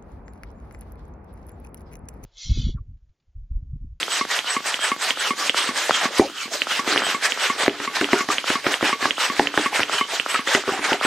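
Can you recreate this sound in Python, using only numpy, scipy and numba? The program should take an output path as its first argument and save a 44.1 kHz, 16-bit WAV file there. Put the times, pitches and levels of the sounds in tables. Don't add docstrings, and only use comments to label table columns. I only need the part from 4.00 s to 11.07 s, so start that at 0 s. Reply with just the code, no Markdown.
import sys
import numpy as np
from scipy import signal
from scipy.fft import rfft, irfft, next_fast_len
from scipy.io import wavfile
from scipy.ndimage import uniform_filter1d
from numba import njit

SR = 44100
rng = np.random.default_rng(int(sys.argv[2]) if len(sys.argv) > 2 else 0)


def invert_db(level):
    return 10 ** (np.asarray(level, dtype=float) / 20)


def output_pcm(signal):
    pcm = np.clip(np.atleast_2d(signal).T, -1, 1) * 32767
    wavfile.write(sys.argv[1], SR, np.round(pcm).astype(np.int16))


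N = 311654
T = np.arange(N) / SR
POP_DELAY_S = 0.0018
# start in seconds, thump, middle, snap and shudder levels in dB.
POPS = [(1.893, -36, -2, -31, 5), (2.1937, -4, -1.5, -24, 3.5), (2.874, -20, -44, -24, 6),
        (2.924, -23.5, -40, -25, 7), (2.958, -17, -37, -13.5, 1), (3.065, -28, -18, -15, 9.5),
        (3.632, -29, -18, -19, 6), (3.678, -6, -36, -26, -8), (3.799, -25, -35, -11.5, 4),
        (4.01, -14.5, -9, -5, 4.5), (4.1294, -3, 4, -3, -1.5), (4.286, -16.5, -9.5, -9.5, 3),
        (4.328, -40, -19, -34, 1), (4.5, -13.5, -8.5, -10, -13), (4.664, -11.5, -18, -5, 0),
        (4.825, -11.5, -11.5, -9, 5), (5.024, -23, -29, -14, 1), (5.054, -18.5, -13, -8.5, 1),
        (5.3932, -4, 1, -4, -1), (5.574, -9.5, 0.5, -8, 1), (5.791, -20, -14, -15, 1),
        (5.801, -21, -9.5, -8, -11), (6.547, -10, -11.5, -2, 2), (6.676, -17, -27, -14, -11),
        (6.719, -18, -16, -19, -1), (6.79, -23, -31, -28, 1), (6.917, -15, -31, -19, -0.5),
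        (7.048, -13.5, -21, -9, -5)]


def rms_one(x):
    return x / np.sqrt(np.mean(x ** 2) + 1e-20)


def at_hz(points, hz):
    table_hz, table_db = np.transpose(points)
    return np.interp(np.log(hz), np.log(table_hz), table_db)


def colour(x, points):
    size = next_fast_len(N)
    hz = np.arange(1, size // 2 + 2) * SR / size
    return irfft(rfft(x, size) * invert_db(at_hz(points, hz)), size)[..., :N]


def band(x, low_hz, high_hz, order=2):
    sos = signal.butter(order, [low_hz, min(high_hz, .45 * SR)], "band", fs=SR, output="sos")
    return signal.sosfilt(sos, x)


def drift(rate_hz):
    r = np.exp(-80 * np.pi * rate_hz / SR)
    slow = signal.lfilter([1], [1, -2 * r, r * r], rng.standard_normal(N // 40 + 2002))[2000:]
    return np.interp(np.arange(N) / 40, np.arange(len(slow)), rms_one(slow))


def ring(clicks, hz, t60_s):
    r, w = invert_db(-60 / (t60_s * SR)), 2 * np.pi * hz / SR
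    return signal.lfilter([0, np.sin(w)], [1, -2 * r * np.cos(w), r * r], clicks + 1e-18)


def blows(times, db, contact_s=0.):
    out = np.zeros(N + 999)
    scatter = rng.random((len(times), 4, 2))
    for k, share in enumerate([0.89, -0.99, 1.0, 0.66] if contact_s else [1]):
        delay_s = contact_s * (k + scatter[:, k, 0] * (k > 0))
        at = ((np.asarray(times) + delay_s) * SR).astype(int)
        np.add.at(out, at, invert_db(db) * share * (1 if k == 0 else .5 + scatter[:, k, 1]))
    return out[:N]


@njit
def sweep(x, hz, r, sr):
    out = np.zeros_like(x)
    for i in range(2, len(x)):
        drive = (1 - r * r) / 2 * (x[i] - x[i - 2])
        out[i] = drive + 2 * r * np.cos(2 * np.pi * hz[i] / sr) * out[i - 1] - r * r * out[i - 2]
    return out


def swell(s, spread_s):
    return np.exp(-np.abs(T - s) / max(spread_s, .003))


def strokes():
    # start and stop in seconds, crest and stop levels in dB.
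    pull_rows = [(0.006, 0.052, -28.5, -34), (0.27, 0.39, -23, -29.5), (0.621, 0.76, -24.5, -32.5),
                 (0.975, 1.102, -25.5, -25.5), (1.352, 1.483, -26.5, -27), (1.724, 1.905, -25, -30),
                 (2.101, 2.186, -34, -23), (2.492, 2.64, -25.5, -38), (2.833, 3.0, -27, -30.5),
                 (3.198, 3.35, -19.5, -35), (3.562, 3.63, -28, -24), (3.91, 4.04, -26, -29.5),
                 (4.268, 4.39, -21.5, -32.5), (4.622, 4.729, -26.5, -26), (4.976, 5.1, -27, -32),
                 (5.347, 5.47, -28, -29.5), (5.708, 5.821, -24.5, -29), (6.063, 6.16, -29.5, -27),
                 (6.437, 6.56, -28, -24), (6.804, 6.93, -28, -29.5)]
    # start and stop in seconds, crest and stop levels in dB.
    push_rows = [(0.075, 0.177, -26, -27), (0.431, 0.55, -29.5, -30.5), (0.793, 0.907, -26, -32.5),
                 (1.155, 1.284, -28.5, -27.5), (1.524, 1.692, -22.5, -34), (1.898, 2.064, -26, -29),
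                 (2.326, 2.45, -30, -35.5), (2.657, 2.802, -26, -32.5), (3.015, 3.116, -28, -27.5),
                 (3.366, 3.454, -28.5, -24), (3.71, 3.85, -41, -32), (4.073, 4.191, -29.5, -25.5),
                 (4.431, 4.53, -27.5, -29), (4.795, 4.936, -25, -33.5), (5.159, 5.253, -27, -24),
                 (5.515, 5.666, -28.5, -28.5), (5.876, 5.988, -27.5, -27.5), (6.244, 6.386, -30, -31.5),
                 (6.638, 6.789, -30.5, -37.5), (6.993, 7.073, -31, -26)]
    pull_rise_s, push_rise_s = 0.046, 0.054
    start, stop, crest_db, stop_db = np.stack([pull_rows, push_rows], axis=1).reshape(-1, 4).T
    push = np.arange(len(start)) % 2 == 1
    crest = start + np.minimum(np.where(push, push_rise_s, pull_rise_s), 0.49 * (stop - start))
    return start, crest, stop, crest_db, stop_db, push


def flow(fall_db_s=330, deepest_db=17, lag_s=0.):
    # time in seconds, level in dB.
    neck_boom = [(0.0, -5), (0.8, 2.5), (1.5, -3.5), (2.15, 3), (2.4, -13), (2.58, -7), (2.9, 4),
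                 (3.15, -4), (3.6, 4), (4.3, -2), (4.7, 4.5), (5.3, -2.5), (5.8, 3.5), (6.1, -1.5),
                 (6.7, 5), (7.07, 5.5)]
    push_boom_db = 3
    start, crest, stop, crest_db, stop_db, push = strokes()
    fall_db = np.clip(fall_db_s * (start[1:] - stop[:-1]), 0, deepest_db)
    rest_db = np.r_[crest_db[0], stop_db[:-1] - fall_db]
    times = np.maximum.accumulate(np.ravel([start + lag_s, crest + lag_s, stop + lag_s], "F"))
    speed_db = np.interp(T, times, np.ravel([rest_db, crest_db, stop_db], "F"))
    middle = (crest + stop) / 2
    boom_db = np.interp(middle, *np.transpose(neck_boom)) + push_boom_db * push
    return speed_db, np.interp(T, middle, boom_db)


def rush(patchy_db=2.5):
    # frequency in Hz, density in dB per Hz.
    rush_spectrum = [(150, -68), (239, -69), (381, -10), (700, -5.5), (900, -3.5), (1870, -0.5),
                     (8000, -13.5), (12300, -29)]
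    jet_db, boom_db = flow()
    late_db = flow(fall_db_s=415, deepest_db=19.5, lag_s=0.00035)[0] + boom_db - 3.0
    out, together = 0, drift(16.0)
    white = colour(rng.standard_normal((2, 2, N)), rush_spectrum)
    edges_hz = 120 * 2 ** np.arange(0, 7.2, 1 / 3)
    for k, (low, high) in enumerate(zip(edges_hz, edges_hz[1:])):
        boomy = np.clip(np.log2(3800 / low) / 0.84, 0, 1)
        db = boomy * late_db + (1 - boomy) * jet_db
        db += patchy_db * (0.5 * together + 0.78 * drift(13.0))
        db += np.clip(np.log2(low / 7000), 0, 1) * 0.24 * (-25 - jet_db)
        db += (low > 3500) * 1.8 * drift(35)
        out = out + invert_db(db) * band(white[k % 2], low, high)
    return invert_db(-1.2) * out / np.std(band(white[0, 0], 3190, 10300, order=4))


def chamber():
    # start, end and width in Hz, level in dB.
    push_modes = [(3200, 2780, 420, -3), (1460, 1304, 290, -4.5), (4730, 5700, 320, -12)]
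    # start and end in Hz, level in dB.
    pull_modes = [(1600, 1760, -8), (780, 600, -13.5), (3430, 3100, -30)]
    start, _, stop, _, _, push = strokes()
    times = np.maximum.accumulate(np.ravel([start, stop], "F"))
    out, jet_db = 0, flow()[0]
    for (push_from, push_to, width, push_db), (pull_from, pull_to, pull_db) in zip(push_modes, pull_modes):
        ends_hz = [np.where(push, push_from, pull_from), np.where(push, push_to, pull_to)]
        hz = np.interp(T, times, np.ravel(ends_hz, "F")) * invert_db(0.18 * drift(11.0))
        db = np.interp(T, times, np.where(push, push_db, pull_db).repeat(2))
        r = np.exp(-np.pi * width / SR)
        flutter_db = 2.2 * drift(12)
        noise = rng.standard_normal((2, N)).ravel()
        tone = rms_one(sweep(noise, np.tile(hz, 2), r, SR)).reshape(2, N)
        out = out + invert_db(jet_db + db + flutter_db) * tone
    return out


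def whistle(centre_hz=8000., sag_hz_per_s=610):
    # peak in seconds, spread in seconds, level in dB.
    whistle_rows = [(0.13, 0.018, -26), (0.515, 0.014, -24), (0.845, 0.022, -28), (1.2, 0.0044, -27),
                    (1.575, 0.0068, -39), (3.068, 0.028, -34), (3.42, 0.013, -32.5), (3.795, 0.018, -32),
                    (5.256, 0.01, -24), (5.944, 0.013, -32), (6.315, 0.022, -27), (7.053, 0.0064, -20.5)]
    r, hz, gain = np.exp(-np.pi * 100 / SR), np.full(N, centre_hz), np.zeros(N)
    for s, spread_s, db in whistle_rows:
        near = np.abs(T - s) < 0.07
        hz[near] = centre_hz - sag_hz_per_s * (T[near] - s)
        gain += near * invert_db(db) * swell(s, spread_s)
    tone = sweep(sweep(rng.standard_normal(N), hz, r, SR), hz, r, SR)
    return uniform_filter1d(gain, size=500) * rms_one(tone)


def bottom_knocks():
    # start in seconds, peak in dB, low thud in dB.
    knock_rows = [(0.21, -14, -6), (0.5647, -14.5, -4.5), (0.916, -13.5, -5.5), (1.306, -13.5, -2.5),
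                  (1.689, -19, 2.5), (2.0535, -15.5, 2), (2.4552, -30.5, 5.5), (2.7922, -15.5, -4.5),
                  (3.145, -17, -4), (3.499, -13, -4.5), (3.8754, -17.5, -6), (4.206, -11.5, -7),
                  (4.554, -15.5, -3), (4.9275, -13.5, -5), (5.2992, -17, -1), (5.659, -11, -5),
                  (6.01, -11.5, -7), (6.391, -21, 3)]
    # mode in Hz, t60 in seconds.
    barrel_modes = [(255, .03), (1124, .062), (2146, .075), (2720, .03)]
    s, db, thud_db = np.transpose(knock_rows)
    s = s + .0005
    touch = blows(s, db)
    out = invert_db(1.5) * ring(touch, 2240, 0.0071) - invert_db(-6.5) * ring(touch, 407, 0.024)
    mode_db = [thud_db, 2, -6 + rng.normal(0, 1.5, len(s)), -12]
    for (hz, t60_s), rel_db in zip(barrel_modes, mode_db):
        out += ring(blows(s + 0.00063, db + rel_db), hz, t60_s)
    return out


def cap_clicks():
    # start in seconds, peak in dB, pan in dB, ring in Hz.
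    click_rows = [(0.03, -12.5, 1, 3300), (0.3902, -13, -1, 3250), (0.7426, -12, -1, 3150),
                  (1.1064, -8, -2, 3170), (1.4955, -3, -2.5, 3130), (1.946, -14, -1.06, 3180),
                  (2.6189, -8, -4.5, 2900), (2.9769, -6.5, -1, 3130), (3.3212, -10, -2, 3150),
                  (3.6955, -18, -1, 3150), (4.0439, -11, -2, 3050), (4.383, -9.5, -1, 3050),
                  (4.741, -10, -2, 3000), (5.108, -8, -5, 3090), (5.4717, -6.5, -2, 2940),
                  (5.8321, -8.5, -1, 2970), (6.1984, -8.5, -5, 2950), (6.549, -13, -1, 3030),
                  (6.931, -10, -1, 2950)]
    out = np.zeros((2, N))
    for s, db, pan_db, hz in click_rows:
        i = int(s * SR)
        hit = np.r_[invert_db(db), np.zeros(1500)]
        plastic = invert_db(-1) * ring(hit, 1.04 * hz, .009) + invert_db(-2) * ring(hit, .95 * hz, .009)
        plastic -= invert_db(-6) * ring(hit, .62 * hz, .007) + invert_db(-9) * ring(hit, .47 * hz, .006)
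        click = invert_db(3) * plastic
        click += invert_db(-10.5) * ring(np.roll(hit, 110), 510, 0.0089) + invert_db(-14.0) * ring(hit, 277, 0.027)
        click = signal.sosfilt(signal.butter(4, 1.2 * hz, fs=SR, output="sos"), click)
        out[:, i:i + len(hit)] += click * invert_db([[pan_db / 2], [-pan_db / 2]])
    return out


def valve_ticks():
    # start in seconds, peak in dB.
    tick_rows = [(0.081, -18.5), (0.444, -23), (0.791, -19), (1.173, -19), (1.545, -10.5), (2.299, -22.5),
                 (2.67, -15), (3.02, -11), (3.375, -17.5), (3.748, -23), (4.089, -16.5), (4.442, -16),
                 (4.81, -15.5), (5.181, -15), (5.541, -12.5), (5.896, -13), (6.262, -12.5), (6.638, -19),
                 (7.012, -11.5)]
    s, db = np.transpose(tick_rows)
    out = ring(blows(s, db + 2.5), 1330, .01) - ring(blows(s, db - 1), 600, .009)
    return out + ring(blows(s, db - 12), 280, .02)


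def seal_snaps():
    # start in seconds, peak in dB.
    snap_rows = [(0.251, -15.5), (0.604, -20.5), (0.963, -20), (1.343, -34), (1.71, -21), (2.088, -20),
                 (2.479, -26), (2.825, -29), (3.178, -27), (3.552, -24), (3.9, -25), (4.243, -21),
                 (5.4568, -12), (6.051, -24)]
    s, db = np.transpose(snap_rows)
    s = s + .001
    return ring(blows(s, db + 5.0), 600, 0.002) + ring(blows(s, db + 1), 1500, 0.003)


def squeaks(length_s=0.03):
    # time in seconds, peak in dB.
    squeak_rows = [
        (0.0722, -30),
        (1.1576, -30),
        (4.0805, -31),
        (4.4296, -31),
        (5.167, -25.5),
        (5.881, -29),
        (6.996, -28),
    ]
    out, t = np.zeros(N), np.arange(int(length_s * SR)) / SR
    hz = 1500 + 2250 * np.sin(np.pi / 2 * t / length_s)
    chirp = np.sin(2 * np.pi * np.cumsum(hz) / SR) * np.hanning(len(t))
    for s, db in squeak_rows:
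        i = int((s - .009) * SR)
        out[i:i + len(t)] += invert_db(db - 2.5) * chirp
    return out


def pops(shudder_t60_s=0.17, shudder_gain_db=-28.5, puff_hz=67, puff_db=0.5):
    # mode in Hz, level in dB, t60 in seconds.
    skin_modes = [(292, -9, 0.14), (398, -5.5, 0.077), (245, -16, 0.037), (550, -28, 0.016),
                  (720, -1, 0.012)]
    s, thump_db, _, _, shudder_db = np.transpose(POPS)
    s = s + POP_DELAY_S
    shakes = np.abs(blows(s + 0.0023, thump_db + shudder_gain_db + shudder_db))
    fade = signal.lfilter([1], [1, -invert_db(-60 / (shudder_t60_s * SR))], shakes)
    out = sum(invert_db(db) * ring(fade * rng.standard_normal(N), hz, t60_s) for hz, db, t60_s in skin_modes)
    out += ring(blows(s + 0.00406, thump_db - 9.5), 297.6, 0.062)
    out += ring(blows(s + 0.0038, thump_db - 12.5), 404, 0.05)
    out += ring(blows(s + 0.00036, thump_db + 9), 365, .014) - ring(blows(s, thump_db - 9), 662, 0.019)
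    out += ring(blows(s, 0.87 * thump_db + puff_db), puff_hz, 0.029)
    return signal.lfilter([.15], [1, -.85], out)


def cracks():
    # start in seconds, middle and snap levels in dB.
    crease_rows = [(0.656, -39, -16), (1.907, -13.5, -28), (3.223, -38, -15), (3.631, -28, -17),
                   (4.642, -36, -17), (4.891, -24, -6.5), (5.007, -30, -22), (6.133, -23, -29),
                   (6.342, -22, -10), (6.357, -35, -8), (6.471, -42, -9), (6.891, -22, -25)]
    folds = np.transpose(POPS)[[0, 2, 3]]
    s, middle_db, snap_db = np.c_[folds, np.transpose(crease_rows)]
    s = s + POP_DELAY_S
    out = ring(blows(s, middle_db - 1.0, contact_s=0.00068), 830, 0.008)
    out += ring(blows(s, snap_db - 0.5, contact_s=0.000801), 1800, 0.0035)
    return out + ring(blows(s, snap_db - 9, contact_s=0.00047), 2900, 0.002)


def low_bumps():
    # start in seconds, peak in dB.
    bump_rows = [
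        (1.495, -14),
        (2.196, 19.5),
        (4.011, -15),
        (4.133, -8),
        (4.34, -9),
        (4.5, -15),
        (5.395, 10),
        (5.808, 0.5),
        (5.95, -9),
    ]
    push = signal.lfilter([.01], [1, -.99], blows(*np.transpose(bump_rows)))
    return ring(push, 37, 0.045)


def pings():
    # start in seconds, peak in dB, pitch in Hz, t60 in seconds.
    ping_rows = [(0.117, -17.5, 2900, 0.035), (1.588, -17, 1174, 0.072), (4.3017, -9.5, 1190, 0.071),
                 (5.042, -15.5, 1670, 0.048), (5.6198, -29, 2780, 0.032), (5.933, -23, 1370, 0.047),
                 (5.952, -28, 1330, 0.062), (5.982, -15.5, 3020, 0.078), (6.351, -9, 1283, 0.046),
                 (2.1961, 2, 370, 0.025), (6.549, -8.5, 2020, 0.045), (6.913, -11, 1450, 0.02),
                 (6.926, -11.5, 890, 0.035)]
    return sum(ring(blows([s], db), hz, t60_s) for s, db, hz, t60_s in ping_rows)


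def flicks(ring_cycles=7.8):
    # start in seconds, peak in dB, pitch in Hz.
    flick_rows = [(1.46, -18, 1500), (1.7598, -13, 1700), (1.9089, 2, 1292), (2.719, -13.5, 1300),
                  (2.8763, -14, 1400), (2.907, -15, 1300), (2.9193, -11, 1500), (2.9263, -21, 1400),
                  (2.927, -9, 1500), (2.9605, -4, 1410), (2.971, -9, 1800), (3.0372, -10, 1500),
                  (3.0907, -14, 1510), (3.6003, -11, 1600), (3.6083, -15, 1500), (3.637, -17, 1300),
                  (3.6634, -7, 1600), (3.6801, -0.5, 2050), (3.9697, -13, 1090), (4.0117, -9, 1100),
                  (4.5045, -22, 1300), (5.0554, -5, 1230), (5.367, -13, 2220), (5.7302, -16, 910),
                  (5.7605, -7, 2200), (5.795, -4.5, 1400), (4.1323, 1, 1550), (5.3951, 0.5, 1600),
                  (5.5762, 1, 1700), (6.549, -5, 1500), (6.346, -11, 1310), (6.6782, -14, 1200),
                  (6.793, -16, 1330)]
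    out = np.zeros(N)
    for s, db, hz in flick_rows:
        i = int(s * SR)
        out[i:i + 600] -= ring(np.r_[invert_db(db + 2.0), np.zeros(599)], hz, ring_cycles / hz)
    return out


def rustle(creak_db=-82):
    # peak in seconds, level in dB, spread in seconds.
    unfold_rows = [(0.0, -29, 0.19), (0.97, -65, 0.092), (1.3, -44, 0.073), (1.62, -27.5, 0.39),
                   (2.08, -51, 0.056), (2.549, -30, 0.034), (2.97, -21.5, 0.12), (3.11, -37, 0.088),
                   (3.5, -32.5, 0.57), (4.1, -33, 0.21), (4.89, -27, 0.03), (5.4, -26, 0.2),
                   (5.89, -43, 0.11), (6.1, -37, 0.41), (6.89, -23.5, 0.11)]
    gain = invert_db(creak_db) + sum(invert_db(db - 7.0) * swell(s, spread_s) for s, db, spread_s in unfold_rows)
    sizes = invert_db(3.8 * np.minimum(rng.exponential(1, N), 5)) * rng.choice([-1, 1], N)
    born = rng.random(N) < 1500 * invert_db(5 * drift(20)) / SR
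    grains = band(sizes * born, 260, 566) + invert_db(-1.5) * band(sizes * born, 860, 2200)
    return gain * rms_one(grains)


def hums(t60_s=0.042):
    # peak in seconds, spread in seconds, level in dB, pitch in Hz.
    hum_rows = [(0.121, .02, -30, 3240), (0.31, 0.013, -25, 1870), (0.48, .008, -27, 2970),
                (0.83, 0.032, -30.5, 3200), (1.598, .02, -26, 3320), (4.11, .008, -29, 1350),
                (6.028, .035, -31, 3020), (1.42, 0.025, -27.5, 1170), (1.95, 0.02, -22.5, 3220),
                (2.035, 0.018, -22, 720), (2.11, 0.009, -31, 560), (2.16, 0.016, -46, 590),
                (2.225, 0.027, -20.5, 780), (2.26, 0.017, -24, 550), (2.35, 0.017, -45, 3300),
                (2.354, 0.0084, -40, 1200), (2.379, 0.008, -31, 3020), (2.4, .012, -29, 2620),
                (2.415, 0.017, -32, 2980), (2.435, 0.032, -34, 2280), (2.43, 0.035, -37, 4460),
                (2.52, 0.0085, -31.5, 654), (2.554, 0.011, -32.5, 580), (3.051, 0.034, -28, 3140),
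                (3.635, 0.0049, -40, 1810), (3.67, 0.014, -29.5, 720), (3.95, 0.028, -39, 805),
                (4.143, 0.0082, -24, 920), (4.18, 0.03, -22, 1450), (4.66, 0.012, -27, 580),
                (4.96, 0.0099, -40, 477), (5.049, 0.043, -26.5, 1117), (5.405, 0.0051, -20, 790),
                (5.585, 0.0083, -22, 820), (5.593, 0.0064, -19, 417), (5.62, 0.031, -31.5, 810),
                (5.73, .012, -32, 833), (5.94, 0.028, -33.5, 425), (6.101, 0.011, -33.5, 920),
                (6.14, 0.013, -30, 654), (6.489, 0.01, -31, 550), (6.488, 0.012, -34, 960),
                (6.58, 0.0071, -19.5, 645), (6.689, 0.012, -18, 438), (6.696, 0.0079, -22, 1150),
                (6.735, 0.04, -28, 770), (6.871, 0.0098, -31, 1680), (6.885, 0.023, -30, 820),
                (6.94, 0.015, -20, 750)]
    out, t = np.zeros(N + 9000), np.arange(-4000, 4000) / SR
    for (s, spread_s, db, hz), noise in zip(hum_rows, rng.standard_normal((len(hum_rows), len(t)))):
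        i = int(s * SR) - 4000
        breath = np.exp(-(t / max(spread_s, .003)) ** 2)
        out[i:i + len(t)] += invert_db(db) * breath * rms_one(ring(noise, hz, t60_s))
    return out[:N]


def room(x, t60_s=0.22, level_db=-10):
    t = np.arange(int(.4 * SR)) / SR
    tail = rng.standard_normal(len(t)) * invert_db(-60 * t / t60_s) * np.clip((t - .003) / 0.0012, 0, 1)
    tail = signal.lfilter([1], [1, -.55], tail)
    return invert_db(level_db) * signal.fftconvolve(x, tail / np.linalg.norm(tail))[:N]


def room_hush(level_db=-40.5):
    # frequency in Hz, density in dB per Hz.
    hush_spectrum = [(18, -20), (60, 4.5), (274, -16.5), (815, -13), (953, -31), (3070, -4), (6200, -13),
                     (15000, -25)]
    return invert_db(level_db) * rms_one(colour(rng.standard_normal(N), hush_spectrum))


def scene():
    # frequency in Hz, level in dB.
    side_spectrum = [(90, -16), (240, -33), (480, -31), (1200, -23.5), (2100, -22), (3770, -6.5),
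                     (7520, -12), (15000, -9.5)]
    # frequency in Hz, left minus right in dB.
    lean_rows = [(200, 0), (1300, -.2), (2500, -2.4), (6000, -1.1), (14000, -.5)]
    stops = cap_clicks() + bottom_knocks() + valve_ticks() + seal_snaps()
    foil = pops() + cracks() + low_bumps() + pings() + flicks()
    hits = stops.mean(axis=0) + squeaks() + foil
    air, air_apart = rush() + chamber()
    small = whistle() + rustle() + hums() + room_hush()
    mid = air + small + hits + room(hits, t60_s=.3, level_db=-19)
    apart = invert_db(1.5) * air_apart + room(small + invert_db(-3.0) * hits, t60_s=0.033, level_db=2.0)
    side = colour(apart, side_spectrum) + band(stops[0] - stops[1], 1200, 9000) / 2
    lean = np.array(lean_rows) * [1, .5]
    return np.array([colour(mid + side, lean), colour(mid - side, lean * [1, -1])])


def gain_control(x, above_db=-19.5, share=0.5, recover_db_s=23.5):
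    level_db = 10 * np.log10(uniform_filter1d(np.mean(x ** 2, axis=0), size=882) + 1e-12)
    held_db = np.maximum.accumulate(share * (level_db - above_db) + recover_db_s * T)
    over_db = np.maximum(held_db - recover_db_s * T, 0)
    return x * invert_db(-signal.lfilter([.001], [1, -.999], over_db))


def patchy_bands(x, mono_below_hz=2000, mono_share=.55):
    # frequency in Hz, share of bands left empty.
    empty_rows = [(6000, 0), (7500, .08), (9500, .3), (14000, .45), (15200, .75), (15850, 1)]
    hz, s, z = signal.stft([x[0] + x[1], x[0] - x[1]], SR, nperseg=1024)
    luck = uniform_filter1d(rng.standard_normal((74, len(s))), size=5, axis=1)
    luck = luck.repeat(7, axis=0)[:len(hz)]
    rank = 1 / (1 + np.exp(-3.8 * luck))
    level_db = 10 * np.log10(np.mean(np.abs(z[0, hz > 7000]) ** 2, axis=0) + 1e-14)
    louder_db = level_db - np.median(level_db)
    share = np.interp(hz, *np.transpose(empty_rows))[:, None]
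    share = share ** np.clip(1 + .04 * louder_db, .5, 1.5)
    whole = uniform_filter1d(rng.standard_normal(len(s)), size=5)
    mono_rank = 1 / (1 + np.exp(-3.0 * (.6 * whole + .7 * luck - .05 * louder_db)))
    mono = (mono_rank < mono_share) & (hz < mono_below_hz)[:, None]
    z = z * (rank >= share) * [np.ones_like(mono), ~mono]
    mid, side = signal.istft(z, SR, nperseg=1024)[1][:, :N] / 2
    return np.array([mid + side, mid - side])


def low_pass(x):
    return signal.sosfilt(signal.butter(12, 16470, fs=SR, output="sos"), x)


def record(dry):
    x = signal.sosfilt(signal.butter(3, 185, "high", fs=SR, output="sos"), dry) - invert_db(-54.0) * dry
    x = gain_control(x)
    x = x / (1 + np.abs(x / .95) ** 6) ** (1 / 6)
    return low_pass(patchy_bands(x))


dry = scene()
out = record(dry)
output_pcm(out)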